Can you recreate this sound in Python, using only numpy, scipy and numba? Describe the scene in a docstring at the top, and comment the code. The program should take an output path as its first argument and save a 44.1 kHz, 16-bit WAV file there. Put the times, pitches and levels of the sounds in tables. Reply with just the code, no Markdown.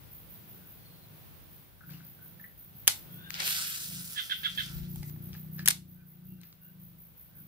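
"""Cast at the edge of a swamp. An engine drones and air hisses far off; a katydid throbs (shaped noise strokes)
and far whistles (gliding tones) and drips (short rings) come first. Then the reel's bail snaps open (rattles
that ring metal), the rod swishes (noise in moving bands) and line whirs off the spool (dense ticks and hiss).
A frog rasps four times on the right (pulses ringing a throat), wind buffets (low noise), the rod knocks,
the bail snaps shut and its wire sings; more whistles follow. Trees return near sounds as noisy tails."""
import sys
import numpy as np
from scipy import signal
from scipy.fft import rfft, irfft, next_fast_len
from scipy.io import wavfile
from scipy.ndimage import uniform_filter1d, map_coordinates
from numba import njit

SR = 44100
rng = np.random.default_rng(int(sys.argv[2]) if len(sys.argv) > 2 else 0)


def generate_wav(signal):
    """Clip the signal to [-1, 1] and save it as 16-bit WAV at the path in sys.argv[1]."""
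    frames = np.transpose(np.atleast_2d(signal))
    scaled = np.clip(frames, -1, 1) * 32767
    pcm = np.round(scaled).astype(np.int16)
    wavfile.write(sys.argv[1], SR, pcm)


N = 329768

# Blows of the bail and reel; level is the peak of the reel part, wire is relative to it:
# start_s, level_db, wire_db, left_minus_right_db, rattle_s, left_lag_ms
CLICKS = [(2.872, -31.5, 7, 2.5, 0.00087, .09), (2.8766, -12.5, 3, -18, 0.0017, .09),
          (2.878, -8.5, 11.5, 0, 0.00082, .09), (2.880, -15, -4, 6, 0.0011, .09),
          (2.882, -17, -8, 12, 0.0012, .09), (2.8847, -18, -6, 2, .0006, .09),
          (3.305, -26.5, -6, 15.5, 0.00041, .09), (3.342, -22.5, -19, 6, 0.0004, .09),
          (3.4008, -22, -9, 9, 0.0031, .2), (3.406, -26, -14, -8, 0.00086, .2),
          (3.477, -16, -8, 3, 0.00069, .2), (3.565, -30.5, -15, -17, .0006, .2),
          (4.958, -44, 9, -2, 0.0026, .09), (5.031, -36, -5, 1, 0.0007, .09),
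          (5.097, -45, -12, 4, 0.0011, .09), (5.3311, -35.5, -22, -2.5, 0.00058, .09),
          (5.592, -36.5, -15, -6, 0.00091, .09), (5.658, -24, 5, 4.5, 0.001, .14),
          (5.6596, -22, 5, 4, .0004, .14), (5.663, -29, 2, 2, 0.0033, .14),
          (5.6764, -10, 2, -5, .0008, .11), (5.6839, -10.5, 5.5, 15, 0.0014, .01),
          (5.6853, -15, 4.5, -6.5, 0.001, .01), (5.693, -23.5, -3.5, 4.5, 0.0009, .09),
          (5.7041, -19, 3.5, 7, 0.0003, .23), (5.7067, -24, 0.5, -16, 0.002, .23),
          (5.71, -25.5, 2.5, 16.5, 0.0011, .23), (6.414, -55.5, 11, 9, 0.00097, .09),
          (6.434, -44.5, -23, 13, 0.00087, .09), (6.527, -47, -16, 1, 0.0011, .09)]
# Resonances of the reel body: pitch_hz, width_hz, level_db
REEL_MODES = [(510, 1100, -11), (1620, 800, 1), (3320, 2040, -3), (5200, 1300, -3)]
# Resonances of the bail wire: pitch_hz, width_hz, level_db
BAIL_MODES = [(6827, 6500, -1), (8730, 350, -8), (10850, 1700, -3), (14100, 500, -3), (15800, 1900, -10)]
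# What the trees return of a click: pitch_hz, width_hz, level_db
SCATTER_BANDS = [(580, 910, -11), (1790, 2500, -3.5), (3840, 2400, 2.5), (11000, 7300, -2)]
# Air rushing past the rod; low_db is the share near 935 Hz against the hiss:
# time_s, level_db, hiss_centre_hz, low_db
RUSH = [(3.33, -61, 1500, -4), (3.35, -48, 1900, -16), (3.38, -54, 1800, -13), (3.403, -36.5, 1975, -13),
        (3.415, -38, 2114, -14), (3.435, -49, 2880, 1), (3.46, -44, 3860, -6), (3.482, -43.5, 2380, -5),
        (3.51, -57, 3600, 1), (3.55, -52, 3000, -4), (3.75, -67, 2485, -8)]
# Whistle of the taut line: pitch_hz, width_hz, top_level_db
LINE_WHISTLE = [(1560, 130, -53), (2840, 200, -64), (3580, 130, -54.5)]
# Line leaving the spool; high_db is the treble share before fixed lifts: time_s, level_db, high_db
SPOOL = [(3.3, -66, -8), (3.35, -51, -8), (3.385, -50, 2), (3.405, -44.5, 5.5), (3.483, -42.5, 10),
         (3.58, -45, 10.5), (3.71, -51.5, 13.5), (4.124, -61, 15), (4.2, -57.5, 8), (4.45, -59, 4.5),
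         (4.694, -56, 5), (4.8, -66.5, 6), (4.95, -75, 11), (5.1, -78.5, 20.5)]
# Lower resonances of the whirring line: pitch_hz, width_hz, level_db
SPOOL_LOW = [(1440, 280, -1), (3220, 2300, 0), (5400, 2000, -5)]
# Upper resonances of the whirring line: pitch_hz, width_hz, level_db
SPOOL_HIGH = [(7800, 5900, -0.5), (11900, 4500, 2.5), (16000, 5000, 1.5)]
# The rod sinks after the cast, so the lag of the left port shrinks: time_s, left_lag_ms
SPOOL_LAG = [(3.7, .235), (4.12, 0.19)]
# Frog calls; start_db is relative to the top: start_s, level_db, swell_s, start_db, length_s
FROG = [(4.158, -35, 0.037, -12.5, 0.051), (4.296, -34, 0.028, -5.5, .04), (4.432, -34, 0.0295, -6, 0.041),
        (4.576, -35, 0.023, -2, 0.043)]
# Fixed upper resonances of the frog: pitch_hz, width_hz, level_db
FROG_THROAT = [(2015, 230, -3), (2720, 140, -6.5), (3356, 550, 3.5), (3980, 100, -9)]
# Hollow knocks of the rod: start_s, low_mode_db, high_mode_db, left_minus_right_db, echo_share_db
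KNOCKS = [(2.878, -25, -30, 1.5, -8.5), (4.9565, -47, -60, 5, -18), (5.028, -44, -50, 4, -9),
          (5.162, -56, -51, -2, -15), (5.350, -60.5, -36.5, 0.5, -9), (5.584, -59, -38.5, -1.5, -9),
          (5.594, -56.5, -30, -6, -5), (5.6772, -47.5, -17, 3, -34)]
# Modes of the hollow rod: pitch_hz, time_to_fall_60_db_s
ROD_MODES = [(830, .02), (1730, 0.011)]
# Taps of a line guide: start_s, low_mode_db, high_mode_db, left_minus_right_db
TAPS = [(5.0285, -42, -47, 0), (6.408, -68, -57, 3), (6.433, -54, -50, -1)]
# Drips: start_s, level_db, pitch_hz, left_minus_right_db, held_s
DRIPS = [(1.808, -51.5, 1507, 8, 0.0059), (1.833, -50.5, 1465, 1.5, 0.0077), (1.893, -50.5, 1550, 7, .001),
         (1.938, -48.5, 2810, -2, .001), (2.005, -54, 1500, 5, 0.0035), (2.3965, -46.5, 1770, 0, 0.00479),
         (2.441, -39.5, 1896, 4, 0.002), (2.4466, -46, 1860, 7, 0.0011)]
# Katydid bouts of even strokes; levels are before the stroke's own swell:
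# first_s, last_s, stroke_period_s, first_db, last_db
KATYDID = [(.108, .663, 0.185, -42, -45.5), (1.504, 1.51, .18, -47.5, -46),
           (1.861, 3.29, .1785, -43.5, -43), (3.86, 4.36, 0.167, -44, -39), (4.555, 5.22, .166, -40.5, -42),
           (5.36, 5.52, .16, -43, -39.5), (5.877, 7.352, 0.1844, -50, -44)]
# Spectrum of the katydid's wings: pitch_hz, level_db_per_hz
KATYDID_WING = [(4710, -37.5), (8000, -48.5), (9360, -33.5), (10400, -8), (12500, 1), (14200, 7.5),
                (14900, 9.5), (16000, 1.5)]
# Far whistles; levels are before the blur:
# start_s, length_s, held_pitch_hz, last_pitch_hz, held_share_of_length, level_db
BIRDS = [(0.66, 0.5, 4450, 3960, .25, -68), (5.92, .14, 2420, 2400, .5, -79),
         (6.07, .09, 2060, 2020, .5, -77), (6.2, 0.3, 2770, 2790, .5, -76),
         (6.46, 0.42, 2810, 2850, .5, -77)]
# Far engine, revved and let go: time_s, firing_rate_hz, level_db
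ENGINE = [(0.0, 26.22, -66), (0.46, 28.08, -55.5), (0.73, 24.26, -66), (1.15, 25.66, -59.5),
          (1.39, 22.49, -69), (1.58, 27.07, -60.5), (1.71, 28.5, -76), (1.92, 29.76, -47),
          (2.14, 24.72, -59.5), (2.31, 24.25, -56.5), (2.58, 26.9, -67), (2.75, 27.27, -55),
          (3.0, 28.44, -57), (3.16, 29.58, -46.5), (3.3, 24.79, -57), (3.78, 24.4, -55.5),
          (3.95, 26.82, -46), (4.25, 21.32, -66), (4.75, 29.28, -42), (5.2, 30.43, -41.5),
          (5.45, 31.14, -45), (5.65, 30.98, -40), (5.74, 30.93, -48), (6.14, 29.09, -56),
          (6.33, 31.28, -46.5), (6.55, 26.39, -67.5), (6.8, 25.92, -53), (7.21, 23.01, -66),
          (7.41, 25.23, -54.5)]
# Weight the exhaust gives each pitch: pitch_hz, gain_db
EXHAUST = [(25, -34), (60, -17.5), (95, -12), (125, -8.5), (155, -1.5), (185, -2), (205, -17), (250, -21.5),
           (345, -22), (390, -33.5), (600, -54.5)]
# Wind gusts at the ports, before the left-right difference: time_s, peak_db
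GUSTS = [(4.6, -53), (4.785, -40.5), (4.99, -48), (5.29, -53.5), (5.69, -62.5)]
# Spectrum of leaves and far insects: pitch_hz, level_db_per_hz
AIR = [(18, -52.5), (30, -40.5), (98, 0), (179, -9), (364, -15.5), (512, -17), (801, -21), (1540, -24),
       (1670, -24.5), (3580, -25.5), (7470, -36), (14800, -18.5), (16000, -9.5)]
# Loudness of that hiss in a band around 750 Hz: time_s, level_db
AIR_LEVEL = [(0.0, -66.5), (1.41, -66.5), (1.75, -69.5), (2.1, -68.5), (2.69, -69.5), (3.1, -65),
             (3.6, -68), (4.39, -69.5), (5.56, -68), (5.75, -75.5), (6.71, -74.5), (7.48, -72.5)]
# Rustles of the sleeve and line guides: time_s, peak_db, fade_db_per_s
RUSTLE = [(1.91, -58.5, 88), (5.345, -56, 298), (5.596, -52.5, 296.5), (6.42, -68.5, 77)]

# The rod tip moves fastest at WHIP_S
WHIP_S, WHIP_SWELL_DB_PER_S, WHIP_FADE_DB_PER_S = 3.268, 106, 198
WHISTLE_RISE_PER_S = .5  # the pitch climbs by this share a second as the line tightens
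FROG_SAC_HZ, FROG_SAC_ECHO_DB = (1692, 1357), -9.5  # the low resonance holds, then sinks
FROG_SINK_S, FROG_PURE_DB, FROG_OCTAVE_DB, FROG_UPPER_DB = 0.0197, -1.5, -2.5, 1.5
GUIDE_MODES = [(2060, 0.011), (4100, .008)]  # pitch_hz, time_to_fall_60_db_s
TAP_ECHO_DB, DRIP_ECHO_DB, DRIP_T60_S = 2, -3, 0.012
DRIP_ROUGH, KNOCK_ROUGH = 0.402, 0.52  # depth of the random waver, as a share of the tone
CHORUS_HZ, CHORUS_WIDTH_HZ, CHORUS_DB = 1510, 200., -87  # faint far calls in one band
BIRD_BLUR_HZ = 61
GUST_FADE_DB_PER_S, BREEZE_DB, BREEZE_FLUTTER_DB = 219, -70.5, 3
RUSTLE_RISE_DB_PER_S = 700
TOP_HZ = 15550


def clicks():
    """Blows rattle and ring the reel body and bail wire; also gives the snap that reaches the trees."""
    out, snap, t = np.zeros((2, N)), np.zeros(N), np.arange(1500) / SR
    for s, db, wire_db, pan_db, length, lag_ms in CLICKS:
        contact = np.minimum(t / 0.00014, 1) * undb(-60 * np.maximum(t - length, 0) / 0.0045)
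        # small parts radiate no bass, so take differences of the noise
        rattle = np.diff(rng.standard_normal((2, len(t))) * contact, prepend=0)
        low = body(rattle[0], REEL_MODES)
        high = body(rattle[0], BAIL_MODES)
        blow = low / np.abs(low).max() + undb(wire_db) * high / np.abs(high).max()
        # the parts are spread out: a second rattle, opposite at the two ports, widens the blow
        second = unit(body(rattle[1], REEL_MODES + BAIL_MODES))
        wide = 0.6 * np.std(blow) * second * np.array([[1], [-1]])
        add(out, s, undb(db) * (ports(blow, pan_db, lag_ms) + wide))
        snap[int(s * SR)] = undb(db) * np.sqrt(np.sum(blow ** 2))
    return out, body(snap, SCATTER_BANDS)[None]


def swish():
    """Eddies shed by the rod make a broad rush; the taut line whistles in narrow bands as the tip whips."""
    eddies = rng.standard_normal(N)
    # the pitch climbs over the last 0.2 s before the whip
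    tight = 1 + WHISTLE_RISE_PER_S * np.clip(np.arange(N) / SR - WHIP_S, -.2, 0)
    whistle = np.zeros(N)
    for hz, width, level_db in LINE_WHISTLE:
        once = svf(eddies, hz * tight, 1. * width)
        whistle += undb(level_db) * unit(svf(once, hz * tight, 2. * width))
    whip = peak(WHIP_S, 0, WHIP_SWELL_DB_PER_S, WHIP_FADE_DB_PER_S)
    db, hz, low_db = curves(RUSH, -120)
    hiss = unit(svf(eddies, hz, 1500.)) * undb(2.5 * walk(45))
    low = unit(body(eddies, [(935, 1000, 0)])) * undb(low_db + 1.3 * walk(60))
    return ports(whip * whistle + undb(db) * (hiss + low), 3.8, 0.4)


def whir(high_db):
    """Coils of line tick densely over a hiss; each resonance wavers on its own."""
    flick = grains(3500, 1.8) + 0.55 * rng.standard_normal(N)

    def wavering(modes):
        """Resonances with separate random levels, neighbours in opposite phase."""
        return unit(sum((-1) ** k * undb(1.7 * walk(25)) * body(flick, [mode]) for k, mode in enumerate(modes)))

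    return undb(10.0) * wavering(SPOOL_LOW) + undb(high_db + 3.5) * wavering(SPOOL_HIGH)


def spool():
    """Line flicks the spool lip, heard at both ports, and the guides, heard separately at each port."""
    db, high_db = curves(SPOOL, -120)
    lip = whir(high_db)
    late = map_coordinates(lip, [np.arange(N) - curves(SPOOL_LAG)[0] * SR / 1000])
    shared = 0.68 * np.array([undb(-3.5) * late, lip])  # stronger and earlier on the right
    guides = np.array([0.5 * whir(high_db), 0.29 * whir(high_db)])
    return undb(db + 1.1 * walk(110)) * (shared + guides)


def frog():
    """Ragged throat pulses and a clear sinking note with its octave ring the sac and upper resonances."""
    out, away, t = np.zeros((2, N)), np.zeros((2, N)), np.arange(6000) / SR
    for s, db, swell, start_db, length in FROG:
        # about 195 pulses a second, each a tick followed by noise
        phase = np.cumsum(195 * (1 + 0.058 * walk(150)[:len(t)])) / SR % 1
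        tick = (np.diff(phase, prepend=0) < 0) * 6.8
        pulses = tick + np.exp(-phase / 0.87) * rng.standard_normal(len(t))
        hz = np.interp(t, np.array([length - FROG_SINK_S, length]), FROG_SAC_HZ)
        turn = 2 * np.pi * np.cumsum(hz * (1 + 0.021 * walk(300)[:len(t)])) / SR
        sac = unit(svf(svf(pulses, hz, 160.0), hz, 180.0))
        low = unit(sac + undb(FROG_PURE_DB) * np.sin(turn))
        octave = undb(FROG_OCTAVE_DB + 2.5 * walk(250)[:len(t)]) * np.sin(2 * turn)
        # each resonance acts twice, which leaves deep valleys between them
        upper = sum(body(body(pulses, [(hz_, width, level_db)]), [(hz_, width, 0)])
                    for hz_, width, level_db in FROG_THROAT)
        throat = undb(FROG_UPPER_DB) * unit(upper) + octave
        effort_db = np.interp(t, [0, swell, length, length + 0.019, t[-1]], [start_db, 0, -10, -49, -49])
        effort = undb(db + effort_db)
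        add(out, s, ports(effort * (low + throat), -7.5, 0.42))
        # the trees return mostly the upper resonances
        add(away, s, ports(effort * (undb(FROG_SAC_ECHO_DB) * low + throat), 1.0, 0.42))
    return out, away


def struck(mode_db, modes, pan_db):
    """A knock on a solid part sounds all its modes together."""
    return sum(ring(db, hz, pan_db, t60, KNOCK_ROUGH) for db, (hz, t60) in zip(mode_db, modes))


def drips_and_knocks():
    """Drips, hollow rod knocks, guide taps and wire ring; also the part that goes out to the trees."""
    out, away, sounds = np.zeros((2, N)), np.zeros((2, N)), []
    for s, db, hz, pan_db, held in DRIPS:
        sounds.append((s, ring(db, hz, pan_db, DRIP_T60_S, DRIP_ROUGH, held), DRIP_ECHO_DB))
    for s, *mode_db, pan_db, echo_db in KNOCKS:
        sounds.append((s, struck(mode_db, ROD_MODES, pan_db), echo_db))
    for s, *mode_db, pan_db in TAPS:
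        sounds.append((s, struck(mode_db, GUIDE_MODES, pan_db), TAP_ECHO_DB))
    # the shut bail wire sings once
    add(out, 5.7058, ring(db=-12, hz=8700, pan_db=-4, t60=.016, rough=KNOCK_ROUGH))
    for s, heard, echo_db in sounds:
        add(out, s, heard)
        add(away, s, undb(echo_db) * heard)
    return out, away


def trees(x, t60, db):
    """Trunks and leaves scatter sound back as a short noisy tail."""
    t = np.arange(int(.5 * SR)) / SR
    tail = rng.standard_normal((2, len(t))) * undb(-60 * t / t60) * np.minimum(t / 0.0041, 1)
    tail /= np.sqrt(np.sum(tail ** 2, axis=1, keepdims=True))
    return undb(db) * signal.fftconvolve(x, tail, axes=1)[:, :N]


def katydid():
    """Each wing stroke swells and fades, throbbing as the teeth of the file pass."""
    stroke, t = np.zeros((1, N)), np.arange(9000) / SR
    for first, last, period, first_db, last_db in KATYDID:
        for s in np.arange(first, last + period / 2, period):
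            swell = (t / 0.028) ** 1.04 * np.exp(-t / 0.04)
            throb = 1 + 0.39 * np.cos(2 * np.pi * (60 * t + rng.random()))
            level = undb(np.interp(s, [first, last], [first_db, last_db]))
            add(stroke, s - .007, level * (swell * throb)[None])
    # scattered by leaves, so each port gets its own noise
    return stroke * np.array([coloured(KATYDID_WING), coloured(KATYDID_WING)])


def birds():
    """Thin far whistles glide, swell and fade, blurred by the air; faint calls waver in one band."""
    out, t = np.zeros(N), np.arange(N) / SR
    for s, length, first_hz, last_hz, held, db in BIRDS:
        hz = np.interp(t, [s + held * length, s + length], [first_hz, last_hz])
        swell = np.sin(np.pi * np.clip((t - s) / length, 0, 1)) ** 2
        blur = undb(5.3 * walk(BIRD_BLUR_HZ))
        turn = 2 * np.pi * np.cumsum(hz + 11.0 * walk(BIRD_BLUR_HZ)) / SR
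        out += undb(db) * swell * blur * np.sin(turn)
    band = [(CHORUS_HZ, CHORUS_WIDTH_HZ, 0)]
    chorus = unit(body(body(rng.standard_normal(N), band), band))
    out += undb(CHORUS_DB + 6.7 * walk(14)) * chorus
    return ports(out, 2.0, .1)


def engine():
    """Multiples of the firing rate, weighted by the exhaust and wavering over the distance, plus noise."""
    hz, db = curves(ENGINE)
    phase = 2 * np.pi * np.cumsum(hz) / SR
    at, gain_db = np.transpose(EXHAUST)
    drone = np.zeros(N)
    for k in range(1, 15):
        gain = undb(np.interp(k * hz, at, gain_db) + 2.58 * walk(6))
        drone += gain * np.cos(k * phase + 0.03 * k * walk(12) + 0.66 * rng.standard_normal())
    return ports(undb(db) * (drone + 0.28 * coloured(EXHAUST)), 2.1, 0.36)


def wind():
    """Low buffeting noise, unrelated at the two ports and stronger on the left."""
    shape = [(15, -13.0), (35, -4.5), (55, -1.0), (80, -3.5), (160, -47.5)]  # pitch_hz, level_db
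    gusts = sum(peak(s, db, GUST_FADE_DB_PER_S, GUST_FADE_DB_PER_S) for s, db in GUSTS)
    blow = undb(BREEZE_DB + BREEZE_FLUTTER_DB * walk(8.4)) + gusts
    return np.array([undb(5.5) * coloured(shape), undb(-6.0) * coloured(shape)]) * blow


def air():
    """Far hiss of leaves and insects, unrelated at the two ports; close rustles made of dense ticks."""
    hiss = np.array([coloured(AIR) * undb(walk(8)) for _ in range(2)])
    hiss /= np.std(svf(hiss[0], np.full(N, 750.), 500.))
    cloth = [(1315, 1400, 11.5), (2590, 1400, 14.5), (4760, 1700, 12.0), (8826, 6000, -22.0)]
    rub = unit(body(grains(8000, 1.4), cloth))
    rustle = sum(peak(s, db, RUSTLE_RISE_DB_PER_S, fade) for s, db, fade in RUSTLE) * rub
    return hiss * undb(curves(AIR_LEVEL)[0]) + ports(rustle, 10.0, .1)


def undb(db):
    """Gain of a level in dB."""
    return 10 ** (np.asarray(db) / 20)


def unit(x):
    """Scaled to an rms (average strength) of 1."""
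    return x / np.sqrt(np.mean(x ** 2))


def curves(table, quiet=None):
    """Every column over all samples; the level column may fall silent outside the table."""
    s, *columns = np.transpose(table)
    t = np.arange(N) / SR
    out = [np.interp(t, s, c) for c in columns]
    if quiet is not None:
        out[0] = np.where((t < s[0]) | (t > s[-1]), quiet, out[0])
    return out


@njit
def svf(x, hz, width):
    """Resonance (state-variable band-pass) with a moving centre, gain 1 there."""
    y, band, low = np.empty(len(x)), 0., 0.
    for i in range(len(x)):
        g, k = np.tan(np.pi * hz[i] / SR), width / hz[i]
        v = (band + g * (x[i] + 1e-18 - low)) / (1 + g * (g + k))
        band, low, y[i] = 2 * v - band, low + 2 * g * v, k * v
    return y


def body(x, modes):
    """Resonances side by side, neighbours in opposite phase."""
    return sum((-1) ** k * undb(db) * svf(x, np.full(len(x), 1. 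* hz), 1. * width)
               for k, (hz, width, db) in enumerate(modes))


def coloured(points):
    """Noise with a spectrum drawn through (pitch_hz, level_db) points, rms 1."""
    hz, db = np.transpose(points)
    size = next_fast_len(N)
    f = np.maximum(np.arange(size // 2 + 1) * SR / size, 1)
    gain = undb(np.interp(np.log(f), np.log(hz), db))
    return unit(irfft(rfft(rng.standard_normal(size)) * gain, size)[:N])


def walk(rate):
    """Random levels held 1 / rate s and smoothed twice; spread near 1."""
    k = int(SR / rate)
    steps = np.repeat(rng.standard_normal(N // k + 1), k)
    return 1.5 * uniform_filter1d(uniform_filter1d(steps, k), k)[:N]


def grains(per_s, spread_db):
    """Dense ticks of uneven size, rms 1."""
    ticks = (rng.random(N) < per_s / SR) * rng.standard_normal(N)
    return unit(ticks * undb(spread_db * rng.exponential(size=N)))


def peak(s, db, rise_db_per_s, fade_db_per_s):
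    """Gain that climbs to a top at time s and falls, straight in dB."""
    t = np.arange(N) / SR - s
    return undb(db - rise_db_per_s * np.maximum(-t, 0) - fade_db_per_s * np.maximum(t, 0))


def ring(db, hz, pan_db, t60, rough, held=0):
    """A slightly rough tone holds and dies; the cavity takes a few cycles to build up."""
    t = np.arange(6000) / SR
    waver = 1 + rough * unit(uniform_filter1d(rng.standard_normal(len(t)), size=60))
    fade = undb(db - 60 * np.maximum(t - held, 0) / max(t60, .005))
    tone = np.sin(2 * np.pi * hz * t) * fade * waver
    return ports(body(tone, [(hz, 900, 0)]), pan_db, .1)


def ports(x, pan_db, lag_ms):
    """Left and right microphone ports hear a source at different levels, the left one later."""
    left = np.roll(x, round(lag_ms * SR / 1000))
    return np.array([left * undb(pan_db / 2), x * undb(-pan_db / 2)])


def add(out, s, sound):
    """Mix a short sound in at time s."""
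    i = max(int(s * SR), 0)
    out[:, i:i + sound.shape[1]] += sound[:, :N - i]


def scene():
    """Near sounds with their echoes over the far ones."""
    reel, snap = clicks()
    cast = swish() + spool()
    call, far_call = frog()
    small, away = drips_and_knocks()
    echoes = trees(snap, 0.22, -4.5) + trees(cast, 0.14, -7.0)
    echoes += trees(away, 0.27, 0) + trees(far_call, 0.24, 0.18)
    return reel + cast + call + small + echoes + katydid() + birds() + engine() + wind() + air()


def record(dry):
    """Cuts the deepest bass, softly rounds the loudest peaks and cuts the top treble."""
    no_rumble = signal.sosfilt(signal.butter(2, 30, "high", fs=SR, output="sos"), dry)
    rounded = np.tanh(no_rumble)
    return signal.sosfilt(signal.ellip(10, .2, 70, TOP_HZ, fs=SR, output="sos"), rounded)


dry = scene()
out = record(dry)
generate_wav(out)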